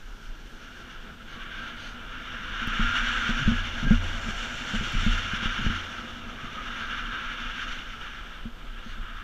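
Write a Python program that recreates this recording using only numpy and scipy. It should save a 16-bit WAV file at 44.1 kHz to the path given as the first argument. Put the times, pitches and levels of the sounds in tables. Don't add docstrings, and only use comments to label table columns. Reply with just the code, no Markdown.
import sys
import numpy as np
from scipy import signal
from scipy.io import wavfile
from scipy.ndimage import uniform_filter1d

SR = 44100
rng = np.random.default_rng(int(sys.argv[2]) if len(sys.argv) > 2 else 0)


def output_pcm(signal):
    pcm = np.clip(np.atleast_2d(signal).T, -1, 1) * 32767
    wavfile.write(sys.argv[1], SR, np.round(pcm).astype(np.int16))


N = 407043
FRAME, HOP = 1024, 256

# (time [s], level [dB])
SCRAPE_LEVEL = [(0, -52.5), (.45, -51.5), (.9, -45.5), (1.16, -50.5), (1.54, -38.5), (1.97, -44.5),
                (2.66, -33.5), (2.84, -28.5), (3.3, -29), (3.76, -34.5), (4.2, -35.5), (4.65, -33.5),
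                (5.05, -30), (5.28, -31), (5.5, -31), (5.7, -32), (5.9, -37.5), (6.27, -42.5),
                (6.81, -35.5), (7.55, -35), (7.66, -34), (7.88, -39.5), (8.32, -43), (8.52, -50.5),
                (8.8, -45.5), (9.23, -44.5)]
# (frequency [Hz], relative level [dB per Hz])
SNOW_SPECTRUM = [(500, -34.5), (900, -18), (1200, -14), (2000, -13.5), (3300, -10), (3750, -9), (4000, -22),
                 (6000, -26.5), (7000, -34), (7900, -48), (8400, -47.5), (11000, -53.5), (12800, -57),
                 (14500, -77)]
# (frequency [Hz], width [Hz], gain [dB])
HOUSING_RESONANCES = [(1600, 278, 10.5), (2335, 730, 3), (2580, 86, -11.5), (2865, 450, 5),
                      (3802, 210, -8.5), (4870, 540, -8), (5700, 350, 2.5)]
# (time [s], frequency [Hz])
LOW_PEAK_PATH = [(0, 1379), (5.7, 1361), (6.3, 1297), (7.2, 1355), (9.23, 1303)]
LOW_PEAK_WIDTH_HZ, LOW_PEAK_DB = 258, 12.5
# (time [s], scrape's lower mids [dB], scrape's treble at 4.3 kHz [dB],
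# scrape's upper spray edge [dB], air's mids [dB])
TONE_BALANCE = [(0, 0.5, 7.5, -3, -2), (.7, 1, 6.5, -8, -4), (1.1, 1, 1, -6, -2.5), (1.5, -1.5, -2, -3, -2),
                (2.0, 1, 0.5, -4, -0.5), (2.4, 0.8, -0.5, -1, -6), (3.1, 0.5, 1.5, 6, -4),
                (3.7, -2.5, 2.5, -1, 4.5), (4.3, -1.5, 5, 7, 4.5), (5.05, -3, 3.5, 5.5, 4.5),
                (5.5, -1, 1.1, 0, 0.5), (5.9, -1.2, 3.5, 1, 3.5), (7.2, 1.1, -1, -2, -4),
                (7.75, -2, 2, -1, 3), (8.2, 0.9, 0.7, -3, 0.5), (8.7, -0.5, -4, -4, 0.5),
                (9.23, 3.5, -1.5, -4, -4)]
# (time [s], length [s], level [dB])
SWISH_EVENTS = [(1.27, 0.12, -52.5), (1.5, 0.29, -55), (1.737, 0.22, -48.5), (6.7, 0.22, -51),
                (8.814, 0.17, -53)]
# (frequency [Hz], relative level [dB per Hz])
POWDER_SPECTRUM = [(3500, 8), (4300, 9.5), (5200, 0), (6500, 5), (7200, -19), (9500, -12), (12500, -30)]
# (time [s], length [s], start pitch [Hz], end pitch [Hz], level before throb [dB])
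SQUEAK_EVENTS = [(1.31, 0.22, 1155, 1120, -49.5), (1.505, 0.2, 1550, 1600, -44),
                 (2.835, 0.11, 1375, 1450, -27.5), (3.515, 0.12, 1690, 1636, -35),
                 (3.853, 0.079, 1606, 1570, -31.5), (3.915, 0.038, 1455, 1392, -32.5),
                 (6.36, 0.203, 1164, 1217, -46.5), (6.551, 0.072, 1277, 1244, -37.5),
                 (6.818, 0.052, 1575, 1630, -38.5)]
# (frequency [Hz], level when knocked [dB], level when shaken [dB], free t60 [s])
MOUNT_MODES = [(29.14, 5.5, 0.5, 0.35), (87.3, -12, -8.5, 0.8), (132, 6.5, -7.5, 0.025),
               (235.8, 1, -1, 0.16), (350, -29, -17.5, 0.093), (510.6, -18.5, -13.5, 0.14),
               (667.5, -26, -14, 0.12)]
# (time [s], knock [dB], sway [dB], dull thud against the knock [dB], share of the free ring time [ratio])
BUMP_EVENTS = [(2.62, -32.5, -36, 2, 0.38), (2.675, -28, -25, 7.5, 0.51), (2.795, -17.5, -14.5, -14, 0.56),
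               (3.292, -22.5, -22, -20.5, 0.77), (3.457, -34, -11, -14, 0.54), (3.478, -12.5, -16, 1, 0.9),
               (3.517, -22.5, -29.5, -26, 0.94), (3.828, -23.5, -25, -16, 0.81),
               (3.869, -19, -14, -3, 0.31), (3.908, -5, -14, -7, 0.71), (4.287, -24.5, -41, -14, 0.52),
               (4.736, -24.5, -43, -17, 0.66), (4.746, -22.5, -23, -8, 0.6), (4.811, -21.5, -35, 0, 0.25),
               (4.951, -25, -15.5, -1, 0.55), (5.031, -27, -45, -1, 0.41), (5.064, -15.5, -16.5, -1, 0.75),
               (5.335, -19.5, -45, -3, 0.27), (5.427, -24, -47, -6, 0.3), (5.458, -24, -21, 4, 0.3),
               (5.591, -24, -26, -11, 0.39), (5.645, -26, -15, -3, 0.53), (5.665, -24.5, -60, 13, 0.43),
               (5.702, -24, -23.5, 3, 0.6), (8.455, -28.5, -52, -15, 0.89), (8.862, -31.5, -32, -7, 0.36),
               (8.981, -38.5, -24, -11, 0.62)]
RISE_MS, RISE_MS_PER_DB = 10.2, 0.5
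CRACK_DB, CRACK_HZ, CRACK_T60 = -37.5, 600, 0.067
# (time [s], length [s], level [dB])
RATTLE_STRETCHES = [(3.383, 0.11, -31), (3.825, 0.078, -27), (4.72, 0.18, -39), (4.908, 0.12, -37),
                    (5.582, .05, -31.5)]
RATTLE_PER_S, RATTLE_SHARE = 140, 0.3
# (time [s], starting level [dB])
TICK_EVENTS = [(2.6733, -38), (4.9222, -44), (5.0494, -47)]
# (time [s], slow sway of the mount [dB], fine shaking [dB], rush of air [dB])
RIDE_LEVELS = [(0, -41.5, -62, -53.5), (.6, -43, -58.5, -50.5), (1.05, -43.5, -52.5, -51),
               (2.1, -43.5, -50, -50), (3.1, -37, -42.5, -51.5), (3.6, -39.5, -42.5, -49),
               (4.1, -31.5, -44.5, -47), (4.6, -42, -45, -47.5), (5.15, -35, -44.5, -49),
               (5.7, -45, -45.5, -49.5), (6.2, -43, -45.5, -50), (6.7, -42.5, -47, -48),
               (7.7, -38, -48.5, -54), (8.2, -39.5, -57, -51), (9.23, -38.5, -54, -55.5)]
# (frequency [Hz], relative level [dB per Hz])
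RUSH_SPECTRUM = [(40, 7), (100, 5), (300, 3), (450, -1), (700, -2.5), (1000, -2.5), (2000, -30),
                 (5000, -44)]
# (frequency [Hz], relative level [dB per Hz])
HISS_SPECTRUM = [(3000, 14), (7000, 4), (9000, -3), (12000, -8.5), (13000, -8), (14300, -13), (15000, -7)]
HISS_DB = -61.5
# (frequency [Hz], level [dB rms])
WHINE_TONES = [(9469, -88), (11838, -77)]
EDGE_HZ = 15300


def gain_of(db):
    return 10 ** (np.asarray(db) / 20)


def evened(x):
    return x / np.sqrt(np.mean(x ** 2) + 1e-20)


def read(points, hz):
    f, value = np.transpose(points)
    return np.interp(np.log(hz + 1), np.log(f + 1), value)


def follow(rows, t):
    s, *columns = np.transpose(rows)
    return [np.interp(t, s, c) for c in columns]


def grid():
    hz = np.fft.rfftfreq(FRAME, 1 / SR)[:, None]
    return hz, np.arange(N // HOP + 5) * HOP / SR


def wander(top_hz, t):
    rates = np.geomspace(top_hz / 4, top_hz, num=30)
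    return evened(sum(np.sin(2 * np.pi * (f * t + rng.random())) / np.sqrt(f) for f in rates))


def noise(shape_db, level_db):
    a, b = rng.standard_normal((len(level_db), FRAME // 2 + 1, 2)).T
    white = a + 1j * b
    flat = signal.istft(white, nperseg=FRAME, noverlap=FRAME - HOP)[1]
    shape = evened(gain_of(shape_db))
    shaped = white * shape * gain_of(level_db)
    return signal.istft(shaped, nperseg=FRAME, noverlap=FRAME - HOP)[1][:N] / np.std(flat)


def ring(hz, t60, flat=0., settle=0.0071):
    t = np.arange(SR) / SR
    turns = np.cumsum(hz * (1 - flat * np.exp(-t / settle))) / SR
    return -np.sin(2 * np.pi * turns) * gain_of(-60 * t / t60)


def burst(t, s, length):
    return np.sin(np.pi * np.clip((t - s) / length, 0, 1))


def scrape():
    hz, t = grid()
    low_peak_hz = follow(LOW_PEAK_PATH, t)[0]
    peaks = list(HOUSING_RESONANCES) + [(low_peak_hz, LOW_PEAK_WIDTH_HZ, LOW_PEAK_DB)]
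    housing_db = sum(db / (1 + (2 * (hz - f) / width) ** 2) for f, width, db in peaks)
    colour_db = read(SNOW_SPECTRUM, hz) + housing_db

    patches = rng.standard_normal((len(t), len(hz))).T
    patches = uniform_filter1d(patches, size=14, axis=0)
    patches = evened(uniform_filter1d(patches, size=8, axis=1))

    low_db, treble_db, spray_db, _ = follow(TONE_BALANCE, t)
    low_share = np.interp(hz, [1700, 2100], [1, 0])
    treble_share = np.interp(hz, [3700, 4300, 9000], [0, 1, 1.8])
    spray_share = 1 / (1 + ((hz - 7600) / 650) ** 4)
    balance_db = low_share * low_db + treble_share * treble_db + spray_share * spray_db

    flutter_db = np.interp(hz, [1000, 8000], [.9, 1.3]) * wander(24, t) + 0.56 * wander(9.3, t)
    lively_db = balance_db + 0.74 * patches + flutter_db
    grit = evened(uniform_filter1d(rng.standard_normal(N), size=60))
    return noise(colour_db + lively_db, follow(SCRAPE_LEVEL, t)[0]) * gain_of(0.73 * grit)


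def swishes():
    hz, t = grid()
    power = sum((gain_of(db) * burst(t, s, length)) ** 2 for s, length, db in SWISH_EVENTS)
    return noise(read(POWDER_SPECTRUM, hz), 10 * np.log10(power + 1e-12))


def squeaks():
    out = np.zeros(N)
    for s, length, start_hz, end_hz, db in SQUEAK_EVENTS:
        t = np.arange(round(length * SR)) / SR
        wobble, throb = (evened(uniform_filter1d(rng.standard_normal(SR), size=500))[:len(t)]
                         for _ in range(2))
        hz = np.linspace(start_hz, end_hz, len(t)) * (1 + 0.016 * wobble)
        tone = np.sin(2 * np.pi * np.cumsum(hz) / SR)
        out[round(s * SR):][:len(t)] += tone * gain_of(db + 2 * throb) * burst(t, 0, length) ** .5
    return out


def bumps():
    out, t = np.zeros(N + 2 * SR), np.arange(SR) / SR
    u = t / 0.0021
    thud = -u ** 2 * np.exp(2 - 2 * u)
    swing_in = 1 - np.exp(-t / 0.023)
    soft = signal.butter(2, CRACK_HZ, fs=SR)
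    for s, knock_db, sway_db, thud_db, share in BUMP_EVENTS:
        crunch = evened(signal.lfilter(*soft, rng.standard_normal(SR)))
        crunch = crunch * gain_of(CRACK_DB - 60 * t / CRACK_T60)
        crisp_db = 0.69 * (knock_db - thud_db)
        sound = gain_of(knock_db + thud_db) * thud + gain_of(crisp_db) * crunch

        flat = np.clip(0.52 + 0.0098 * knock_db, 0, 1)
        rise_ms = max(RISE_MS + RISE_MS_PER_DB * thud_db, .2)
        rise = 1 - np.exp(-1000 * t / rise_ms)
        swell = 1 - np.exp(-t / (0.018 * flat ** 2 + 0.0011))
        for k, (hz, db, _, t60) in enumerate(MOUNT_MODES):
            if k < 2:
                drive_db = sway_db if k == 0 else (sway_db + knock_db) / 2
                detune = 1 + 0.093 * (k == 0) * rng.uniform(-1, 1)
                rung = swing_in * ring(hz * detune, t60 * (0.29 + share))
            else:
                drive_db = knock_db - .7 * rise_ms * (k > 3)
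                onset = swell if k == 3 else rise
                rung = onset * ring(hz, t60 * max(share, .05), flat * (k == 3))
            sound = sound + gain_of(db + drive_db) * rung
        out[round(s * SR):][:SR] += sound
    return out[:N]


def rattles():
    t = np.arange(N) / SR
    when, size, way = rng.random((N, 3)).T
    jolts = (when < RATTLE_PER_S / SR) * np.sign(way - .5) * (0.57 + size)
    strength = sum(gain_of(db) * burst(t, s, length) ** .5 for s, length, db in RATTLE_STRETCHES)
    body = sum(gain_of(db) * ring(hz, max(t60 * RATTLE_SHARE, .05)) for hz, db, _, t60 in MOUNT_MODES[2:])
    onset = 1 - np.exp(-t[:SR] / 0.0038)
    return signal.oaconvolve(jolts * strength, body * onset)[:N]


def ticks():
    out, t = np.zeros(N), np.arange(SR // 100) / SR
    bright = signal.butter(4, 8800, "highpass", fs=SR)
    for s, db in TICK_EVENTS:
        click = signal.lfilter(*bright, rng.standard_normal(len(t))) * gain_of(db - 60 * t / 0.0084)
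        out[round(s * SR):][:len(t)] += click
    return out


def shaking():
    t = np.arange(N) / SR
    sway_db, shake_db, _ = follow(RIDE_LEVELS, t)
    lumps, clumps = (np.interp(t, t[::HOP], wander(hz, t[::HOP])) for hz in (14, 30))
    out = np.zeros(N)
    for k, (hz, _, db, t60) in enumerate(MOUNT_MODES):
        clumping_db = 1.2 * lumps if k < 2 else 2.16 * clumps
        jolts = rng.standard_normal(N) * gain_of(clumping_db)
        rung = signal.oaconvolve(jolts, ring(hz, 0.8 * t60))[:N]
        out += gain_of(db + (sway_db if k == 0 else shake_db)) * evened(rung)
    return out


def rush():
    hz, t = grid()
    mids_db = np.interp(hz, [430, 600], [0, 1]) * follow(TONE_BALANCE, t)[3]
    level_db = follow(RIDE_LEVELS, t)[2] + 1.4 * wander(12, t)
    return noise(read(RUSH_SPECTRUM, hz) + mids_db, level_db)


def electronics():
    hz, frames = grid()
    t = np.arange(N) / SR
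    tones = sum(np.sqrt(2) * gain_of(db) * np.sin(2 * np.pi * (f * t + rng.random()))
                for f, db in WHINE_TONES)
    hiss_shape_db = read(HISS_SPECTRUM, hz) - 40 * (hz < 2500)
    return noise(hiss_shape_db, HISS_DB + 0.73 * wander(9.2, frames)) + tones


def scene():
    snow = scrape() + swishes() + squeaks()
    knocks = bumps() + rattles() + ticks()
    background = shaking() + rush() + electronics()
    return (snow + knocks + background)[None]


def record(dry):
    squashed = .7 * np.tanh(dry / .7)
    band_limit = signal.firwin(1023, EDGE_HZ, window=("kaiser", 10), fs=SR)
    return signal.oaconvolve(squashed, band_limit[None], "same")


dry = scene()
out = record(dry)
output_pcm(out)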